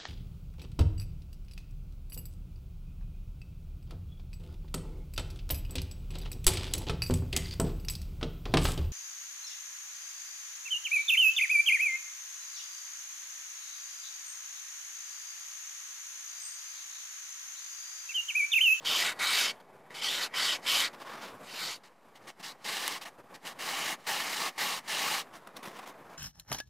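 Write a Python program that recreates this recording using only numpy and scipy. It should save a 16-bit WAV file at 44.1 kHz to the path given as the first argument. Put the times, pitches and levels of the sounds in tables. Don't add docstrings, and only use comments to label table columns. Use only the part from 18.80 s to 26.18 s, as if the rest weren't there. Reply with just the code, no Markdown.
import sys
import numpy as np
from scipy import signal
from scipy.io import wavfile
from scipy.ndimage import uniform_filter1d

SR = 44100
rng = np.random.default_rng(int(sys.argv[2]) if len(sys.argv) > 2 else 0)


def decibels_to_gain(level_db):
    exponent = np.asarray(level_db, float) / 20
    return 10 ** exponent


def transcribe(u):
    v = np.clip(np.atleast_2d(u).T, -1, 1)
    q = np.round(v * 32767).astype(np.int16)
    wavfile.write(sys.argv[1], SR, q)


N = 325325


def rms_one(x):
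    return x / np.sqrt(np.mean(x ** 2) + 1e-20)


def at_hz(points, hz):
    curve_hz, curve_db = np.transpose(points)
    return np.interp(np.log(hz), np.log(curve_hz), curve_db)


def drift(size, rate):
    r = np.exp(-80 * np.pi * rate / SR)
    coarse = rng.standard_normal(size // 40 + 1002)
    slow = signal.lfilter([1], [1, -2 * r, r * r], coarse)[1000:]
    return np.interp(np.arange(size) / 40, np.arange(len(slow)), rms_one(slow))


def bands(sources, count):
    edges = 28 * 2 ** np.arange(0, 9.4, 1 / count)
    for k, (low, high) in enumerate(zip(edges, edges[1:])):
        sos = signal.butter(2, [low, high], "band", fs=SR, output="sos")
        yield np.sqrt(low * high), signal.sosfilt(sos, sources[k % 2])


# (frequency [Hz], level [dB per Hz])
TRAFFIC_COLOUR = [(15, -34), (25, -4), (27, -17), (66, -25.5), (144, -2.5), (414, -3), (513, 0),
                  (557, -4.5), (929, -1), (4330, -28.5), (15800, -29.5)]
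# (time [s], level [dB])
TRAFFIC_LEVEL = [(0, -53.5), (1, -60), (2.9, -53.5), (3.05, -65), (3.3, -61.5), (4.4, -58.5), (6.5, -58),
                 (7.4, -59)]


def traffic(patchy_db):
    murmur_db = np.interp(np.arange(N) / SR, *np.transpose(TRAFFIC_LEVEL)) + patchy_db * drift(N, 18.3)
    noises = rng.standard_normal((2, N))
    murmur = sum(decibels_to_gain(at_hz(TRAFFIC_COLOUR, hz)) * band for hz, band in bands(noises, count=2))
    return decibels_to_gain(murmur_db) * rms_one(murmur)


def knocks(events, ring, low_hz, soft_hz, level_db):
    out = np.zeros(N)
    places = [round(s * SR) for s, _ in events]
    peaks_db = np.array(events)[:, 1] + level_db
    scatter_db = rng.normal(0, 0.7, (len(events), len(ring)))
    for k, (hz, mode_db, t60) in enumerate(ring):
        clicks = np.full(N, 1e-18)
        clicks[places] = decibels_to_gain(peaks_db + mode_db + scatter_db[:, k])
        r, w = decibels_to_gain(-60 / (t60 * SR)), 2 * np.pi * hz / SR
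        out += signal.lfilter([0, -np.sin(w)], [1, -2 * r * np.cos(w), r * r], clicks)
    out = signal.sosfilt(signal.butter(3, low_hz, "high", fs=SR, output="sos"), out)
    return signal.lfilter(*signal.butter(1, soft_hz, fs=SR), out)


# (time [s], peak level [dB])
BUMP_TIMES = [
    (3.599, -33),
    (6.677, -36),
    (6.875, -24.5),
    (1.106, -32),
    (7.001, -45),
    (7.034, -45),
]
# (frequency [Hz], level [dB], decay t60 [s])
BUMP_MODES = [(206, -7, 0.031), (427, -6, 0.02), (1020, -33, 0.023), (1890, -3, .015)]


def bumps():
    return knocks(BUMP_TIMES, BUMP_MODES, low_hz=131, soft_hz=2500, level_db=-7.5)


# (time [s], peak level [dB])
SNAP_TIMES = [
    (1.1059, -47),
    (2.002, -32),
    (2.794, -30),
    (3.599, -52),
    (4.0791, -10.5),
    (4.2153, -46),
    (6.673, -41),
    (6.7693, -32),
    (6.8309, -43),
    (6.8743, -47),
]
# (frequency [Hz], level [dB], decay t60 [s])
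SNAP_MODES = [(2070, -10, 0.015), (4000, -5, 0.0044), (7450, 4, 0.00078), (10800, -3, 0.0045),
              (14000, -4, .0015)]


def snaps():
    return knocks(SNAP_TIMES, SNAP_MODES, low_hz=900, soft_hz=18000, level_db=-6.0)


def grit(size, per_s, spread_db):
    sizes = decibels_to_gain(spread_db * np.minimum(rng.exponential(1, size), 5))
    signs = rng.choice([-1, 1], size)
    catches = rng.random(size) < per_s / SR
    return rms_one(sizes * signs * catches)


HAND_MOTION = dict( finger=dict(creep_db_per_s=393, bite_db=14.5, rise_db=8, rise_share=0.057, slow_db=15, slow_share=.15, cut_db=15, fade_db_per_s=330, rest_db=-77.5, travel_per_s=3.2),
               swipe=dict(creep_db_per_s=316, bite_db=11, rise_db=16, rise_share=0.33, slow_db=29.5, slow_share=0.22, cut_db=0, fade_db_per_s=850, rest_db=-82, travel_per_s=0.85),
               wipe=dict(creep_db_per_s=433, bite_db=1, rise_db=2.7, rise_share=0.045, slow_db=8.5, slow_share=.19, cut_db=6, fade_db_per_s=414, rest_db=-72.5, travel_per_s=0.092),
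               block=dict(creep_db_per_s=251, bite_db=17, rise_db=6, rise_share=0.12, slow_db=7.5, slow_share=0.043, cut_db=3, fade_db_per_s=720, rest_db=-78.5, travel_per_s=.01),
               turning=dict(creep_db_per_s=455, bite_db=17, rise_db=1, rise_share=.12, slow_db=3.5, slow_share=.04, cut_db=1.5, fade_db_per_s=290, rest_db=-73, travel_per_s=.09))


def stroke_shape(strokes, times, creep_db_per_s, bite_db, cut_db, fade_db_per_s, rise_db, rise_share,
                 slow_db, slow_share, rest_db, travel_per_s):
    bite_s, cut_s = 0.0052, 0.013
    bite, length, early_db, late_db, start = np.transpose(strokes)[:, :, None]
    length, start = np.maximum(length, 0.004), np.clip(start, 0, 1)
    since, after = times - bite, times - bite - length
    phase = np.clip(since / length, 0, 1)

    level_db = early_db + (late_db - early_db) * phase
    level_db = level_db - rise_db * np.exp(-phase / rise_share)
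    level_db = level_db - slow_db * np.exp((phase - 1) / slow_share)
    level_db = level_db - bite_db * np.clip(-since / bite_s, 0, 1) + creep_db_per_s * np.minimum(since, 0)
    level_db = level_db - cut_db * np.clip(after / cut_s, 0, 1) - fade_db_per_s * np.maximum(after, 0)

    power = decibels_to_gain(np.maximum(level_db, -150)) ** 2
    total = power.sum(axis=0)
    share = power / total
    toward_far_end = np.sign(0.5 - start)
    place = np.clip(start + toward_far_end * travel_per_s * length * phase, 0, 1)
    speed = np.sin(np.pi * phase)
    scrub_db = 10 * np.log10(total + decibels_to_gain(rest_db) ** 2)
    return scrub_db, (share * place).sum(axis=0), (share * speed).sum(axis=0)


COLOUR_SHIFTS = dict( finger=dict(boom_follows=0.2, rasp_follows=.63, fizz_follows=0.86, boom_db=1.5, rasp_db=12, fizz_db=4, fast_fizz_db=2.5),
                 swipe=dict(boom_follows=0.47, rasp_follows=0.83, fizz_follows=0.89, boom_db=23, rasp_db=16, fizz_db=13, fast_fizz_db=-2.1),
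                 wipe=dict(boom_follows=0.54, rasp_follows=0.8, fizz_follows=.8, boom_db=4, rasp_db=9.4, fizz_db=-.6, fast_fizz_db=.8),
                 block=dict(boom_follows=.51, rasp_follows=.75, fizz_follows=.91, boom_db=11, rasp_db=6, fizz_db=12, fast_fizz_db=1.5),
                 turning=dict(boom_follows=0.41, rasp_follows=0.54, fizz_follows=1.14, boom_db=12, rasp_db=9, fizz_db=-2.7, fast_fizz_db=-.2))


def colour_shifts(scrub_db, place, speed, boom_follows, rasp_follows, fizz_follows,
                  boom_db, rasp_db, fizz_db, fast_fizz_db):
    boom = (boom_follows - 1) * scrub_db + boom_db * place
    rasp = (rasp_follows - 1) * scrub_db + rasp_db * place ** 2
    fizz = (fizz_follows - 1) * scrub_db + fizz_db * place + fast_fizz_db * speed
    return boom, rasp, fizz


# (start [s], end [s])
CONTACT_SPANS = dict(finger=(0, 2.13), wipe=(2.13, 2.63), swipe=(2.63, 3.0), block=(3.0, 6.46),
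                 turning=(6.46, 7.38))


def rub(strokes, contact, colour, modes, per_s, spread_db, modes_db, wander_db, judder_db, focus_db=0,
        focus_octaves=0.12, dull_db=0, thin_db=0, ends_hz=(3300, 4120)):
    start_s, end_s = CONTACT_SPANS[contact]
    first, last = round(start_s * SR), min(round(end_s * SR), N)
    size = last - first
    times = np.arange(first, last) / SR
    coarse = times[::16]
    shape = stroke_shape(strokes, coarse, **HAND_MOTION[contact])
    scrub_db, place, speed = [np.interp(times, coarse, curve) for curve in shape]
    focus_hz = ends_hz[0] * (ends_hz[1] / ends_hz[0]) ** place
    shifts_db = colour_shifts(scrub_db, place, speed, **COLOUR_SHIFTS[contact])
    boom_db, rasp_db, fizz_db = [c - np.average(c, weights=decibels_to_gain(scrub_db) ** 2) for c in shifts_db]
    catches = [grit(size, per_s, spread_db) for _ in range(4)]

    def touch_db(hz):
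        octave, centres = np.log2(hz), np.log2([750, 1250, 2000, 3000, 5200, 7500])
        boom = np.interp(octave, centres, [1, 0, 0, 0, 0, 0])
        rasp = np.interp(octave, centres, [0, 1, 1, 0, 0, 0])
        fizz = np.interp(octave, centres, [0, 0, 0, 0, 0, 1])
        near_db = focus_db * np.exp(-0.5 * (np.log2(focus_hz / hz) / focus_octaves) ** 2)
        return boom * (boom_db - thin_db) + rasp * rasp_db + fizz * (fizz_db - dull_db) + near_db

    out = np.zeros(size)
    for hz, band in bands(catches, count=4):
        if hz > 65:
            islands_db = min(hz / 1500, 0.9) * wander_db * np.tanh(drift(size, 6.1))
            out += decibels_to_gain(at_hz(colour, hz) + touch_db(hz) + islands_db) * band

    for k, (hz, width_hz, level_db) in enumerate(modes):
        r, w = np.exp(-np.pi * width_hz / SR), 2 * np.pi * hz / SR
        islands_db = 1.13 * wander_db * np.tanh(drift(size, 10.3))
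        coupling = decibels_to_gain(modes_db + level_db + touch_db(hz) + islands_db)
        resonator = [(1 - r * r) / 2, 0, (r * r - 1) / 2], [1, -2 * r * np.cos(w), r * r]
        out += signal.lfilter(*resonator, coupling * catches[2 + k % 2])

    core = signal.sosfilt(signal.butter(3, [2600, 6200], "band", fs=SR, output="sos"), out)
    evened = out / np.sqrt(uniform_filter1d(core ** 2, size=3000) + 1e-9)
    uneven_beads = drift(size, 51.0) + 0.18 * drift(size, 140.0)
    return np.pad(decibels_to_gain(scrub_db + judder_db * uneven_beads) * evened, (first, N - last))


# (time [s], length [s], early level [dB], late level [dB], starting place [0-1])
WIPE_STROKES = [
    (2.135, .019, -57, -53.5, .45),
    (2.199, .034, -59, -47.5, .19),
    (2.263, .152, -53, -54.5, .75),
    (2.417, .102, -48.5, -54, .27),
]
# (frequency [Hz], level [dB per Hz])
SOFT_COLOUR = [(35, -55), (60, -51), (184, -3), (837, -3), (985, -2.5), (3240, -13), (5660, -17),
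               (15800, -24)]
# (frequency [Hz], width [Hz], level [dB])
SOFT_MODES = [(673, 93, 3.5), (1070, 137, 6), (1450, 98, -3.5), (2120, 200, -28), (3560, 300, -8)]


def wipe():
    return rub(WIPE_STROKES, "wipe", SOFT_COLOUR, SOFT_MODES, per_s=8000, spread_db=3.5, modes_db=-7.0,
               wander_db=-1.0, judder_db=1.0, dull_db=6.0, thin_db=2.5)


# (time [s], length [s], early level [dB], late level [dB], starting place [0-1])
TURNING_STROKES = [
    (6.53, 0.037, -62, -56, 0.09),
    (6.674, 0.005, -51, -60, 0.57),
    (6.768, 0.014, -45.5, -56.0, 0.39),
    (6.83, 0.063, -51.0, -54.5, 0.55),
    (6.914, 0.06, -64, -55, 0.61),
    (6.968, 0.084, -56.5, -59, 0.74),
    (7.06, 0.021, -61.5, -50.5, 0.46),
    (7.231, 0.11, -84, -60, 0.61),
]


def turning():
    return rub(TURNING_STROKES, "turning", SOFT_COLOUR, SOFT_MODES, per_s=5000, spread_db=2.5, modes_db=-7.0,
               wander_db=3.0, judder_db=2.0, dull_db=1.5, thin_db=1.1)


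# (time [s], length [s], early level [dB], late level [dB], how flat the block lies [0-1])
BLOCK_STROKES = [(3.036, 0.05, -55.5, -66.0, 0.09), (3.354, 0.027, -54.5, -63.0, 0.43),
                 (3.408, 0.06, -73.5, -68.5, 0.37), (3.473, 0.034, -49.0, -51.0, 0.7),
                 (3.596, 0.018, -57.0, -54.0, 0.78), (3.63, 0.094, -41.5, -48.5, 0.39),
                 (3.846, 0.334, -36.0, -42.0, 0.59), (4.214, 0.033, -41.5, -53.0, 0.59),
                 (4.253, 0.041, -49.5, -53.0, 0.94), (4.541, 0.023, -49.5, -52.5, 0.61),
                 (4.625, 0.027, -62.5, -60.5, 0.87), (4.652, 0.082, -41.0, -55.0, 0.75),
                 (4.79, 0.354, -40.0, -38.0, 0.78), (5.186, 0.046, -65.5, -67.0, 0.85),
                 (5.268, 0.22, -33.0, -42.0, 0.82), (5.468, 0.226, -39.0, -36.5, 0.75),
                 (5.781, 0.214, -33.0, -40.5, 0.8), (6.042, 0.038, -63.5, -57.0, 1.0),
                 (6.079, 0.339, -34.5, -37.0, 0.75)]
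# (frequency [Hz], level [dB per Hz])
BLOCK_HISS = [(35, -69), (60, -60), (167, -4), (563, -3), (1130, 1.5), (1330, 2), (2950, -3.5), (6070, -5),
              (15800, -14)]
# (frequency [Hz], width [Hz], level [dB])
BLOCK_RESONANCES = [(850, 104, 0), (1129, 140, 3), (1816, 240, 1.5), (2130, 280, 0.5), (2880, 430, -1),
                    (3830, 520, -3), (4460, 1360, -7), (5650, 170, -48)]


def block():
    tilted_hz, flat_hz = 5100, 2350
    return rub(BLOCK_STROKES, "block", BLOCK_HISS, BLOCK_RESONANCES, per_s=12000, spread_db=2.5, modes_db=5.0,
               wander_db=3.0, judder_db=0.9, dull_db=-1.2, thin_db=-2.5, focus_db=2.5, focus_octaves=0.23,
               ends_hz=(tilted_hz, flat_hz))


# (time [s], length [s], early level [dB], late level [dB], starting place [0-1])
SWIPE_STROKE = [
    (2.633, 0.33, -45.5, -21, 1.0),
]
# (frequency [Hz], level [dB per Hz])
FINGER_HISS = [(76, -53), (130, -17), (1180, -3.5), (1730, -3.5), (2250, -8.5), (2700, 1), (3040, -1),
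               (13200, -15.5), (15800, -37)]
# (frequency [Hz], width [Hz], level [dB])
FINGER_RESONANCES = [(1080, 130, -14.5), (1480, 180, -11), (1946, 77, -4), (2243, 135, -2), (3060, 78, 0),
                     (3300, 64, -36), (3743, 94, -9), (4490, 290, -5), (5030, 200, -8.5), (6030, 120, -14),
                     (6980, 104, -10), (9900, 860, -39)]


def swipe():
    return rub(SWIPE_STROKE, "swipe", FINGER_HISS, FINGER_RESONANCES, per_s=9000, spread_db=1.5, modes_db=4.5,
               wander_db=4.5, judder_db=1.05, focus_db=5, focus_octaves=0.14)


# (time [s], length [s], early level [dB], late level [dB], place along the edge [0-1])
FINGER_STROKES = [
    (0.05, 0.279, -29.5, -29.5, 0.0),
    (0.393, 0.321, -33.0, -25.0, 1.0),
    (0.8, 0.018, -61.0, -63.0, 0.43),
    (1.103, 0.044, -59.0, -57.5, 0.81),
    (1.142, 0.08, -45.0, -42.0, 0.0),
    (1.216, 0.23, -31.5, -35.0, 0.0),
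    (1.407, 0.07, -33.0, -35.5, 0.85),
    (1.54, 0.227, -33.5, -26.0, 0.77),
    (1.817, 0.06, -61.5, -36.5, 0.49),
    (1.864, 0.217, -28.5, -27.0, 0.09),
]


def finger():
    return rub(FINGER_STROKES, "finger", FINGER_HISS, FINGER_RESONANCES, per_s=9000, spread_db=2.5, modes_db=6,
               wander_db=5.0, judder_db=0.5, focus_db=7.0, focus_octaves=0.12, dull_db=0.4)


def scene():
    background = traffic(patchy_db=3.0)
    blows = bumps() + snaps()
    handling = wipe() + turning()
    sanding = block() + swipe() + finger()
    mono = background + blows + handling + sanding
    return np.array([mono, mono])


def roll_off(x):
    return signal.sosfilt(signal.butter(12, 16450, fs=SR, output="sos"), x)


def record(dry):
    top_cut = signal.cheby2(14, 60, 16300, fs=SR, output="sos")
    offset = -0.0005
    mix = signal.sosfilt(top_cut, dry) + offset
    return roll_off(mix)


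dry = scene()
out = record(dry)
transcribe(out)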